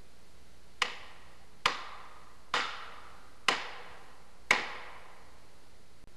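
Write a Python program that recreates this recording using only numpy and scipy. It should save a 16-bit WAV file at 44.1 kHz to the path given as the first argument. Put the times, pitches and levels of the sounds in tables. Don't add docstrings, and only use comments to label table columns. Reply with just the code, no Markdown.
import sys
import numpy as np
from scipy import signal
from scipy.fft import rfft, irfft, next_fast_len
from scipy.io import wavfile
from scipy.ndimage import uniform_filter1d, map_coordinates

SR = 44100
rng = np.random.default_rng(int(sys.argv[2]) if len(sys.argv) > 2 else 0)


def wrap_up_sound(samples):
    columns = np.atleast_2d(samples).T
    tamed = np.clip(columns, -1, 1)
    steps = np.round(tamed * 32767).astype(np.int16)
    wavfile.write(sys.argv[1], SR, steps)


N = 271656

# (f/Hz, ring time as a multiple of the blow's, relative level towards the camera/dB,
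#  relative level all round/dB)
WOOD_MODES = [(241, 0.61, -23, -5), (494.5, 3.2, -15.5, -2.5), (625, 0.46, -50.5, -7),
              (803, 1.2, -10.5, -0.4), (1039.4, 0.98, -3, 0.1), (1215, 0.74, -4, 0), (1366, 0.4, -4, -1),
              (1603, 0.19, -13, -2.5), (1929, 1.1, -7, 1.5), (2236, 0.12, -5.5, -2.5),
              (2605, 0.17, -6.5, -5), (2925, 0.32, -6, -4), (3632, 0.1, -11, -9.5),
              (4220, 0.58, -12.5, -11.5), (4945, 0.27, -13.5, -12), (7070, 0.069, -19.5, -19.5)]


def amp(db):
    return 10 ** (np.asarray(db) / 20)


def unit(x):
    return x / np.sqrt(np.mean(x ** 2) + 1e-20)


def along(hz_points, values, hz):
    return np.interp(np.log(hz + 1), np.log(np.asarray(hz_points) + 1), values)


def coloured(x, spectrum):
    m = next_fast_len(len(x) + 8192)
    hz_points, levels_db = np.transpose(spectrum)
    gain = amp(along(hz_points, levels_db, np.fft.rfftfreq(m, 1 / SR)))
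    return irfft(rfft(x, m) * gain, m)[:len(x)]


def wobble(rate):
    points = rng.standard_normal(int(N * rate / SR) + 4)
    return map_coordinates(points, [np.arange(N) * rate / SR])


def hiss():
    # (f/Hz, relative level per Hz/dB)
    hiss_colour = [(12, -25), (30, -7), (45, -16.5), (60, -10.5), (90, -14.5), (200, -19.5), (450, -18.5),
                   (800, -24), (1500, -26.5), (3600, -31), (4100, -28), (4700, -29), (5300, -33),
                   (11000, -38), (12400, -40.5), (22000, -120)]
    level_db = -61 + 0.6 * wobble(3)
    return amp(level_db) * unit(coloured(rng.standard_normal(N), hiss_colour))


def hum():
    # (f/Hz, rms level before wavering/dB)
    hum_lines = [(60, -68), (120, -79), (180, -75), (240, -81), (420, -86), (1377, -83), (2039, -82.5)]
    t = np.arange(N) / SR
    total = np.zeros(N)
    for hz, db in hum_lines:
        size = np.sqrt(2) * amp(db + 1.1 * wobble(22))
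        total += size * np.sin(2 * np.pi * hz * t + 0.22 * wobble(8.0))
    return total


def channel_difference(blows):
    # (f/Hz, relative level per Hz/dB)
    apart_colour = [(12, -38), (20, 7), (27, -9), (71, -13.5), (131, -50), (1290, -53), (2670, -40.5),
                    (2980, -59), (3410, -63), (12400, -29), (16100, -51), (22000, -120)]
    noise = amp(-84) * unit(coloured(rng.standard_normal(N), apart_colour))
    flutter = amp(-40) * wobble(150) * blows
    return noise + flutter


def scatter(hz_points, t60, db, lumpy_db, size):
    hz, t, z = signal.stft(rng.standard_normal(size), SR, nperseg=256)
    lumps = uniform_filter1d(rng.standard_normal(z.shape), size=12, axis=0)
    start_db = along(hz_points, db, hz)[:, None]
    fade_s = along(hz_points, t60, hz)[:, None]
    level_db = start_db - 60 * t / fade_s + lumpy_db * unit(lumps)
    return signal.istft(z * amp(level_db), SR, nperseg=256)[1][:size]


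def spread(levels_db, low_db, high_db):
    mode_hz = np.transpose(WOOD_MODES)[0]
    top_db = levels_db[-1] + high_db
    return [(30, low_db), *zip(mode_hz, levels_db), (12500, top_db), (22000, -120)]


def ringing(x, levels_db, width, between_db):
    m = next_fast_len(len(x) + 8192)
    f = np.fft.rfftfreq(m, 1 / SR)
    hz = np.transpose(WOOD_MODES)[0][:, None]
    peaks = np.max(1 / (1 + ((f - hz) / (width * hz)) ** 2), axis=0)
    hz_points, wash_db = np.transpose(spread(levels_db, low_db=-34, high_db=-19))
    wash = amp(along(hz_points, wash_db, f))
    gain = wash * np.sqrt(peaks + amp(2 * between_db))
    return irfft(rfft(x, m) * gain, m)[:len(x)]


def echoes(levels_db):
    # (f/Hz, time to fall 60 dB/s, relative level/dB)
    clearing = [(121, 0.12, 10), (294, 0.48, 3), (650, 0.1, 15), (1050, 0.49, 0), (4020, 0.51, 2.5),
                (9800, 0.41, -0.5)]
    # (f/Hz, time to fall 60 dB/s, relative level/dB)
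    far_trees = [(120, 0.71, 9), (255, 0.28, -21), (497, 2.32, -4.5), (960, 2.196, -6.5), (2050, 1.54, -7),
                 (4170, 1.09, -2.5), (7860, 0.66, -5), (11900, 1.2, -8)]
    trunk_times = [.026, .035, .043, .055, .064, .081, .092, .102, .114]
    t = np.arange(2 * SR) / SR
    stands_out_db = np.zeros(len(t))
    for s in trunk_times:
        stands_out_db += 2 * np.exp(-0.5 * ((t - s) / 0.0022) ** 2)
    close = scatter(*np.transpose(clearing), lumpy_db=3.0, size=2 * SR) * amp(stands_out_db)
    far = scatter(*np.transpose(far_trees), lumpy_db=-0.5, size=2 * SR)
    both = ringing(close + far, levels_db, width=0.035, between_db=-3)
    early_rms = np.sqrt(np.mean(both[:SR // 4] ** 2))
    onset = 1 - np.exp(-t / 0.006)
    return both / early_rms * onset


def thud_and_lead_in(thud_db, lead_db):
    t = np.arange(SR // 10) / SR - 0.004
    scrape_colour = [(300, -32), (1500, 13), (4000, 11), (12000, -36)]  # (f/Hz, relative level/dB)
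    scrape = unit(coloured(rng.standard_normal(len(t)), scrape_colour)) * (t < 0)
    swell = 1 + t / 0.005
    push = np.sin(2 * np.pi * 140 * t) * amp(-60 * t / 0.032) * (t > 0)
    return amp(lead_db) * scrape * swell + amp(thud_db) * push


def spot(tilt_db, low_hz, low_db, high_hz, high_db, muted_hz, cut_db):
    hz = np.transpose(WOOD_MODES)[0]

    def nearness(centre_hz):
        return np.exp(-0.5 * (np.log2(hz / centre_hz) / 0.11) ** 2)

    tilt = tilt_db * np.log2(hz / 1000)
    boosts = low_db * nearness(low_hz) + high_db * nearness(high_hz)
    return tilt + boosts - cut_db * nearness(muted_hz)


def blow(contact_s, ring_s, crack_db, levels_db):
    # (f/Hz, relative level per Hz/dB)
    snap_colour = [(500, -45), (2000, 21), (4500, 1), (8000, -6), (12500, -21), (22000, -120)]
    t = np.arange(SR // 4) / SR
    free = np.maximum(t - contact_s, 0)
    hz, life = np.transpose(WOOD_MODES)[:2, :, None]
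    build = 1 - np.exp(-t * hz / 1.2)
    fading = amp(np.c_[list(levels_db)] - 60 * free / (ring_s * life))
    ring = build * fading * np.sin(2 * np.pi * (hz * t + rng.random(hz.shape)))

    crack_colour = spread(levels_db, low_db=-48.0, high_db=-16)
    crack = unit(coloured(rng.standard_normal(len(t)), crack_colour))
    crack = crack * amp(crack_db - 60 * free / 0.029)
    snap = unit(coloured(rng.standard_normal(len(t)), snap_colour))
    snap = snap * amp(crack_db + 5.5 - 60 * t / 0.021)
    attack = 1 - np.exp(-t / 0.0003)
    return ring.sum(axis=0) + (crack + snap) * attack


def axe():
    # (t/s, strength/dB, contact/s, basic time for the ring to fall 60 dB/s,
    #  crack before strength is applied/dB, echo/dB, thud/dB, tilt/dB per octave,
    #  favoured f/Hz, boost/dB, favoured f/Hz, boost/dB, muted f/Hz, cut/dB)
    blow_list = [(0.8187, -23.5, 0.0056, 0.032, -2, -41.5, -45, 0.5, 1950, 3, 2820, 3, 1490, 8),
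                 (1.6569, -23.5, 0.0049, 0.037, 2.5, -37.5, -31, 0.12, 1144, 10.5, 3780, 4, 2940, 3),
                 (2.5391, -21.5, 0.00074, 0.04, -7.5, -33.5, -40, 1, 1310, 8.5, 3620, 3.5, 2570, 0.5),
                 (3.4842, -18.5, 0.0051, 0.036, -2, -35, -46, 0, 500, 1.5, 830, 1, 1250, 2),
                 (4.5076, -19.5, 0.005, 0.034, 0, -33, -29, -0.64, 1010, 2.5, 2150, 6, 1290, 2)]
    out = np.zeros(N + 3 * SR)
    towards_db, around_db = np.transpose(WOOD_MODES)[2:]
    for s, db, contact_s, ring_s, crack_db, echo_db, thud_db, *place in blow_list:
        at = round(s * SR)
        spot_db = spot(*place)
        direct_db = towards_db + 1.3 * spot_db
        out[at:][:SR // 4] += amp(db) * blow(contact_s, ring_s, crack_db, direct_db)
        out[at:][:2 * SR] += amp(echo_db) * echoes(around_db + spot_db)
        start = at - SR // 250
        out[start:][:SR // 10] += thud_and_lead_in(thud_db, lead_db=-41)
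    return out[:N]


def scene():
    blows = axe()
    apart = channel_difference(blows)
    return blows + hum() + hiss() + np.array([apart, -apart])


def record(dry):
    # (start t/s, end t/s)
    dropout = (6.040, 6.074)
    offset = np.array([
        [.0063],
        [.0068],
    ])
    squeezed = dry / (1 + np.abs(dry / 0.25) ** 3) ** (1 / 3)
    t = np.arange(N) / SR
    playing = np.where((t > dropout[0]) & (t < dropout[1]), 0.03, 1)
    varying = (squeezed + offset) * playing - offset
    m = next_fast_len(N + 8192)
    passed = np.fft.rfftfreq(m, 1 / SR) < 12300
    kept = irfft(rfft(varying, m) * passed, m)[:, :N]
    return kept + offset


dry = scene()
out = record(dry)
wrap_up_sound(out)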